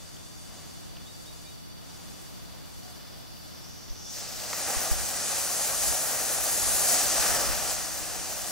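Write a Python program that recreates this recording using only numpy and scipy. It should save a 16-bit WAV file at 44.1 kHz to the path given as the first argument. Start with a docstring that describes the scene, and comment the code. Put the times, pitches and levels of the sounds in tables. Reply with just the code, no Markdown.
"""Small rocket motor on a gravel driveway

A homemade motor burns some way from a hand-held tape camcorder. A thin sizzle climbs in pitch as the
fuel catches, then turbulent jet noise takes over: a surging hiss from fine eddies at the nozzle, a hollow
roar from large ones in the plume, crackle and one spit. Under it lie the quiet of the yard, birds, a far
yelp, a faint hum, the whine of the tape drive and wind on the two microphone ports."""
import sys
import numpy as np
from scipy import signal
from scipy.fft import rfft, irfft
from scipy.io import wavfile
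from scipy.ndimage import uniform_filter1d

SR = 44100
rng = np.random.default_rng(int(sys.argv[2]) if len(sys.argv) > 2 else 0)


def generate_wav(signal):
    """Clip the signal to [-1, 1] and save it as 16-bit WAV at the path in sys.argv[1]."""
    frames = np.transpose(np.atleast_2d(signal))
    scaled = np.clip(frames, -1, 1) * 32767
    pcm = np.round(scaled).astype(np.int16)
    wavfile.write(sys.argv[1], SR, pcm)


N = 375291
TIME = np.arange(N) / SR

# The course of the burn. Each row: time in seconds, hiss level in dB, gas speed as a factor on pitch.
BURN = [(3.96, -44, 0.9), (4.13, -42.5, 0.84), (4.33, -41.5, 0.79), (4.6, -35.5, 0.89), (5.05, -34.5, 0.95),
        (5.6, -32.5, 0.98), (6.25, -32.5, 1.02), (6.75, -28, 1.065), (7.1, -29, 0.89), (7.35, -30.4, 0.91),
        (8.03, -38, 0.94), (8.5, -36.5, 0.93)]
# Surges as the grain flares. Each row: centre in seconds, length in seconds, extra hiss in dB.
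SURGES = [(4.18, .12, 1.5), (4.76, 0.21, 2.5), (5.35, 0.19, 2), (5.62, 0.14, 2), (5.87, 0.17, 3.5),
          (6.955, 0.15, 3.0), (7.24, 0.2, 3), (7.7, 0.06, 2)]
CRUISE_DB = -32


def amp(db):
    """Decibels to amplitude ratio."""
    return 10 ** (np.asarray(db) / 20)


def unit(x):
    """Normalises to rms 1."""
    return x / np.sqrt(np.mean(x ** 2) + 1e-20)


def at_hz(points, hz):
    """Interpolates a spectrum on a log-frequency axis."""
    f, value = np.transpose(points)
    return np.interp(np.log(hz + 1), np.log(f + 1), value)


def at_time(rows, t):
    """Interpolates each column of a table in time."""
    s, *columns = np.transpose(rows)
    return [np.interp(t, s, column) for column in columns]


def add(mix, s, sound):
    """Superposes a sound on a track at s seconds."""
    part = mix[round(s * SR):][:len(sound)]
    part += sound[:len(part)]


def hump(t, s, length):
    """Gaussian pulse of height 1 centred on s, length wide at half height."""
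    return .5 ** ((2 * (t - s) / length) ** 2)


def swells(rows, t):
    """Sum of Gaussian pulses, in dB."""
    return sum(db * hump(t, s, length) for s, length, db in rows)


def drift(rate_hz):
    """Random modulation: low-pass noise of rms 1."""
    hz = np.fft.rfftfreq(N, 1 / SR)
    return unit(irfft(rfft(rng.standard_normal(N)) / (1 + (hz / rate_hz) ** 4), N))


def noise(spectrum):
    """Stationary noise of rms 1, shaped by (Hz, dB) points."""
    gain = amp(at_hz(spectrum, np.fft.rfftfreq(N, 1 / SR)))
    return unit(irfft(rfft(rng.standard_normal(N)) * gain, N))


def grid(size):
    """Frame times (a column) and bin frequencies of short-time spectra."""
    return np.arange(4 * N // size + 5)[:, None] * size / 4 / SR, np.fft.rfftfreq(size, 1 / SR)


def turbulence(db, size, patchy_db, flicker_db):
    """Partially coherent noise at two ports, shaped in time and frequency; their mean has rms 1."""
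    # Phase between the ports. Each row: frequency in Hz, lead of the left in radians.
    port_phase = [(100, 0.56), (2800, 0), (4600, 0.6), (6000, .6), (7800, 1.42), (11000, 1.74),
                  (14000, 1.85), (16000, 2.5)]
    # Their balance. Each row: frequency in Hz, left over right in dB.
    port_balance = [(200, -4.5), (700, 3.5), (1300, 2), (4000, 0), (5500, 2), (7000, -1.5), (8500, 1.8),
                    (11000, 3), (13500, 1)]
    # Their likeness. Each row: frequency in Hz, coherence from 0 to 1.
    port_coherence = [(200, .8), (700, .9), (2000, .75), (4200, .6), (7000, .78), (10000, .8), (15500, .72)]
    t, hz = grid(size)
    a, b, c, d, patches = rng.standard_normal((5, len(t), len(hz)))
    patches = unit(uniform_filter1d(uniform_filter1d(patches, size=10, axis=0), size=24, axis=1))
    flicker = unit(uniform_filter1d(rng.standard_normal(len(t)), size=8))[:, None]
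    coherence = at_hz(port_coherence, hz)
    phase = at_hz(port_phase, hz)
    side = amp(at_hz(port_balance, hz) / 2)
    left = a + 1j * b
    right = (coherence * left + np.sqrt(1 - coherence ** 2) * (c + 1j * d)) * np.exp(-1j * phase)
    sum_gain = np.sqrt(side ** 2 + side ** -2 + 2 * coherence * np.cos(phase))
    shape = amp(db + patchy_db * patches + flicker_db * flicker) / sum_gain
    spectra = np.array([left * side, right / side]) * shape
    x = signal.istft(spectra, nperseg=size, noverlap=size - size // 4, time_axis=1, freq_axis=2)[1]
    return x[:, :N] / np.std(x[:, :N].mean(0))


def yard(air_db=-51.5, port_db=-45):
    """Ambient noise: distant wash reaches the ports in phase, their own rumble is in antiphase."""
    # Outdoor wash. Each row: frequency in Hz, relative spectral density in dB.
    air_spectrum = [(15, -25), (45, -7.5), (85, -1), (130, -4.5), (175, -4.5), (240, -5.5), (430, -10.5),
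                    (700, -6), (880, -9.5), (1240, -10), (2300, -14.5), (4000, -13), (6000, -15.5),
                    (9000, -20.5), (15500, -26.5)]
    # The ports' rumble in calm air, with the same columns.
    port_spectrum = [(12, -30), (30, -3), (85, -2.5), (170, -3.5), (280, -8.5), (500, -15), (1100, -20.5),
                     (1800, -29.5), (3000, -27.5), (4500, -27), (12000, -28.5), (15500, -30)]
    air = amp(air_db + .85 * drift(2.7)) * noise(air_spectrum)
    rumble = amp(port_db + .5 * drift(6)) * noise(port_spectrum)
    return np.array([air + rumble, air - rumble]) * amp([[.3], [-.3]])


def rustle(rise_s=.1, fall_s=.17, rest_db=-68, brighten_s=3.3):
    """Amplitude-modulated noise: a faint high rustle swells, and brightens as a higher fizz grows."""
    # Swells of the rustle. Each row: start in seconds, length in seconds, relative level in dB.
    rustles = [(0, .8, -54.5), (1.08, .4, -55.5), (1.92, 0.4, -56), (2.73, 0.15, -56.5), (3.4, 0.064, -61)]
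    body_spectrum = [(3000, -31), (5000, 1), (6800, 3), (10000, -3.5), (13000, -19), (16000, -20)]
    fizz_spectrum = [(8000, -31), (11000, 3), (12500, 2), (15700, -.5), (17500, -40)]
    _, hz = grid(size=512)
    body = turbulence(at_hz(body_spectrum, hz), size=512, patchy_db=1.6, flicker_db=.7)
    fizz = turbulence(at_hz(fizz_spectrum, hz), size=512, patchy_db=1.2, flicker_db=1)
    swell = amp(rest_db)
    for s, length, db in rustles:
        swell += amp(db) * np.interp(TIME - s, [-rise_s, 0, length, length + fall_s], [0, 1, 1, 0])
    fizz_gain = amp(np.interp(TIME, [0, brighten_s], [-72, -63])) * (swell / amp(rest_db)) ** .25
    return body * swell * amp(-2.5) + fizz * fizz_gain


def hum(hz=318, waver=.01197, start_db=-72.5, grows_from_s=3.7, db_per_s=3):
    """A faint, growing tone under random frequency and amplitude modulation."""
    pitch = hz * (1 + waver * drift(12.3))
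    db = start_db + db_per_s * np.maximum(TIME - grows_from_s, 0)
    return np.sqrt(2) * amp(db + 1.5 * drift(6)) * np.sin(2 * np.pi * np.cumsum(pitch) / SR)


def tape_drive(flutter=.00051, waver_db=1.86):
    """Rotating machinery: the head drum and its motor radiate tones, and close pairs beat."""
    # Drive tones. Each row: frequency in Hz, rms level in dB.
    tones = [(86, -67), (167, -65), (2918, -70), (2934, -75), (3499, -65.5), (3515, -67.5), (4393, -68),
             (4425, -68), (4667, -63), (4683, -61.5), (5023, -81), (5249, -71), (5265, -76), (5835, -68),
             (5852, -66.5), (9948, -76), (11536, -81), (11666, -77), (11703, -71.5)]
    clock = TIME + np.cumsum(flutter * drift(26)) / SR
    out = np.zeros((2, N))
    for hz, db in tones:
        phase, right_lead = rng.uniform(0, 2 * np.pi), rng.uniform(-2, 1)
        tone = np.sqrt(2) * np.sin(2 * np.pi * hz * clock + phase + np.array([[0], [right_lead]]))
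        out += amp(db + waver_db * drift(21)) * tone
    return out


def wind(calm_db=-56, bump_hz=42, bump_s=.007, shared_db=-15):
    """Pressure fluctuations: gusts and bumps drive the ports in antiphase, with a weak in-phase part."""
    # Gusts on the microphone. Each row: centre in seconds, length in seconds, level in dB.
    gusts = [(3.88, .1, -51), (4.963, .1, -36), (5.88, 0.099, -36), (6.65, .1, -43), (7.32, 0.065, -39),
             (7.528, 0.14, -36.5)]
    breeze = (7.3, 2, -47)  # one long, weak gust
    # Low bumps on the microphone. Each row: start in seconds, envelope peak in dB.
    bumps = [(3.905, -25), (4.765, -23), (4.912, -16), (5.89, -28), (7.19, -26), (7.49, -24)]
    eddies = [(10, -24), (25, -7), (45, 2.5), (65, -2.5), (100, -12), (250, -38), (1500, -80)]
    strength = amp(calm_db) + sum(amp(db) * hump(TIME, s, length) for s, length, db in [breeze, *gusts])
    strength *= amp(1.7 * drift(10))
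    opposed = strength * noise(eddies)
    shared = strength * noise(eddies) * amp(shared_db)
    t = np.arange(0, .1, 1 / SR)
    bump = t / bump_s * np.exp(1 - t / bump_s) * np.sin(2 * np.pi * bump_hz * t)
    for s, db in bumps:
        add(opposed, s, amp(db) * bump)
    return np.array([shared + opposed, shared - opposed])


def yelp(second_db=-9, arch=.05):
    """A far animal's voiced call: two harmonics on a slightly arched pitch."""
    # The call: start in seconds, length in seconds, top pitch in Hz, level in dB.
    call = (2.82, .12, 728, -53)
    s, length, hz, db = call
    u = np.linspace(0, 1, round(length * SR))
    phase = 2 * np.pi * np.cumsum(hz * (1 - arch * (2 * u - 1) ** 2)) / SR
    out = np.zeros(N)
    add(out, s, amp(db) * np.sin(np.pi * u) * (np.sin(phase) + amp(second_db) * np.sin(2 * phase)))
    return out


def birds(scoop_s=.011, quaver=.0072):
    """Frequency-modulated whistles: far notes glide to a held pitch, quaver and fade."""
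    # Each row: start in seconds, length in seconds, level in dB, held pitch in Hz, starting pitch ratio.
    notes = [(1.052, .088, -52, 3790, .87), (1.25, .088, -51, 3790, 0.81), (1.44, .08, -59, 2380, 1.0),
             (1.452, .088, -53, 3800, .9), (1.935, .04, -55, 4700, 1.22), (4.04, .088, -52, 3490, 1.0)]
    out = np.zeros(N)
    for s, length, db, held, ratio in notes:
        t = np.arange(0, length, 1 / SR)
        scoop = (ratio - 1) * np.exp(-(t / scoop_s) ** 2 / 2)
        pitch = held * (1 + scoop + quaver * drift(150)[:len(t)])
        envelope = np.interp(t / length, [0, .15, .45, 1], [0, .98, 1, .27])
        add(out, s, amp(db) * envelope * np.sin(2 * np.pi * np.cumsum(pitch) / SR))
    return out


def ticks_and_spit(size=2048):
    """Damped transients: ticks in the yard and the motor's spit are noise bands decaying exponentially."""
    # Each row: start in seconds, peak in dB, centre in Hz, width in octaves, 60 dB decay time in seconds.
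    bursts = [(.167, -43, 3300, .2, .03), (.967, -41, 2900, .3, .025), (3.37, -45, 3000, .2, .02),
              (4.53, -19, 1800, 1.4, 0.011), (4.5331, -24.5, 800, 0.96, 0.0097)]
    t, hz = np.arange(size) / SR, np.fft.rfftfreq(size, 1 / SR)
    out = np.zeros(N)
    for s, db, centre, octaves, t60 in bursts:
        band = np.exp(-.5 * (np.log2((hz + 1) / centre) / octaves) ** 2)
        burst = irfft(band * np.exp(2j * np.pi * rng.random(len(hz)))) * amp(-60 * t / t60)
        add(out, s, amp(db) * burst / abs(burst).max())
    return out


def thrust_db():
    """Level of the burn, with its surges, relative to cruising strength."""
    return at_time(BURN, TIME)[0] + swells(SURGES, TIME) - CRUISE_DB


def crackle(per_s=110, relative_db=-3, spread_db=8, start_s=4.1):
    """Shot noise: burning grains snap at random in the exhaust, louder when the jet is strong."""
    sizes = amp(spread_db * np.minimum(rng.exponential(1, N), 2))
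    impulses = sizes * (rng.random(N) < per_s / SR) * rng.choice([-1, 1], N)
    snaps = signal.sosfilt(signal.butter(1, [900, 9000], "bandpass", fs=SR, output="sos"), impulses)
    snaps *= 2 * amp(CRUISE_DB + thrust_db() + relative_db) * (TIME > start_s)
    return np.array([snaps, np.roll(snaps, 1)])


def sizzle(relative_width=.13):
    """Narrow-band flow noise: gas first seeps from the nozzle, its pitch climbing with the pressure."""
    # The fuel catching. Each row: time in seconds, pitch in Hz, level in dB.
    ignition = [(2.5, 4500, -80), (2.88, 4620, -58), (3.2, 4900, -58), (3.5, 4870, -56.5),
                (3.66, 5560, -52.5), (3.92, 5700, -53), (4.04, 5700, -47), (4.13, 5740, -43),
                (4.3, 5400, -51), (4.6, 5500, -68)]
    t, hz = grid(size=512)
    pitch, _ = at_time(ignition, t)
    _, level_db = at_time(ignition, TIME)
    band_db = -20 * np.log10(1 + (np.log((hz + 1) / pitch) / relative_width) ** 2)
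    return turbulence(band_db, size=512, patchy_db=.5, flicker_db=0) * amp(level_db)


def jet(roar_db=-39, spray_db=-42, light_s=3.97, rise_s=.19, roar_builds_s=.39):
    """Turbulent jet noise: a hiss whose frequencies scale with gas speed, a fizzing spray and a roar."""
    # Fine turbulence at the nozzle. Each row: frequency in Hz, relative spectral density in dB.
    hiss_spectrum = [(1200, -24.5), (2400, -13.5), (3300, -8.5), (4100, -6.5), (5000, -4), (6300, -0.5),
                     (8000, -1.5), (10000, -4), (12500, -15), (15700, -29)]
    # Large eddies of the plume with their ground reflection, with the same columns.
    roar_spectrum = [(30, -32), (120, -15.5), (300, -9.5), (400, -10.5), (570, -0.2), (730, 0), (980, -7),
                     (1250, -5), (1900, -6), (2150, -9), (2500, -9), (3300, -20), (6000, -42)]
    spray_spectrum = [(7000, -37), (10500, -2.5), (12800, -.5), (15700, -.5), (17500, -40)]
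    # Peaks and dips from the ground and the camera's shell. Each row: centre in Hz, width in Hz, gain in dB.
    path = [(770, 110, 2), (1010, 130, -2), (1160, 110, 2), (2190, 160, -3), (2950, 160, 1.5),
            (3270, 170, -3), (3720, 170, -3), (4750, 200, 1.5), (6100, 300, 1.2), (8200, 400, -1.8),
            (10030, 300, 1.2), (11450, 400, 1.5)]
    # Billows of the plume. Each row: centre in seconds, length in seconds, extra roar in dB.
    billows = [(4.75, .32, 3.8), (6.16, .15, 3), (7.39, 0.43, 5)]
    t, hz = grid(size=1024)
    path_db = sum(db * np.exp(-.5 * ((hz - centre) / (width / 2)) ** 2) for centre, width, db in path)
    speed = at_time(BURN, t)[1] * amp(.13 * swells(SURGES, t))
    shifted_db = at_hz(hiss_spectrum, hz / speed) - 10 * np.log10(speed)
    hiss = turbulence(shifted_db + path_db, size=1024, patchy_db=.6, flicker_db=.2)
    spray = turbulence(at_hz(spray_spectrum, hz) + path_db, size=1024, patchy_db=.7, flicker_db=2)
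    roar = turbulence(at_hz(roar_spectrum, hz) + path_db, size=1024, patchy_db=.9, flicker_db=.4)
    push_db, sputter_db = thrust_db(), drift(4.9)
    gas = hiss * amp(CRUISE_DB + push_db) + spray * amp(spray_db + 1.03 * push_db + sputter_db)
    # the plume takes a moment to build after the motor lights
    lag_db = -4 * np.exp(-((TIME - light_s) / roar_builds_s) ** 2)
    plume = roar * amp(roar_db + .69 * push_db + swells(billows, TIME) + lag_db)
    # the grain burns unevenly, so the whole jet flutters together
    flutter = amp(.43 * drift(51))
    lit = np.clip((TIME - light_s) / rise_s, 0, 1)
    return flutter * (lit ** 2 * gas + lit ** 4 * plume)


def scene():
    """Superposition of the motor, the yard and the camera's own noises."""
    motor = sizzle() + jet() + crackle()
    return motor + ticks_and_spit() + birds() + yelp() + yard() + rustle() + hum() + wind() + tape_drive()


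def record(dry):
    """Band limiting: the camera acts as a steep low-pass filter."""
    lowpass = signal.firwin(1023, cutoff=15780, window=("kaiser", 9), fs=SR)
    return signal.oaconvolve(dry, lowpass[None], "same")


dry = scene()
out = record(dry)
generate_wav(out)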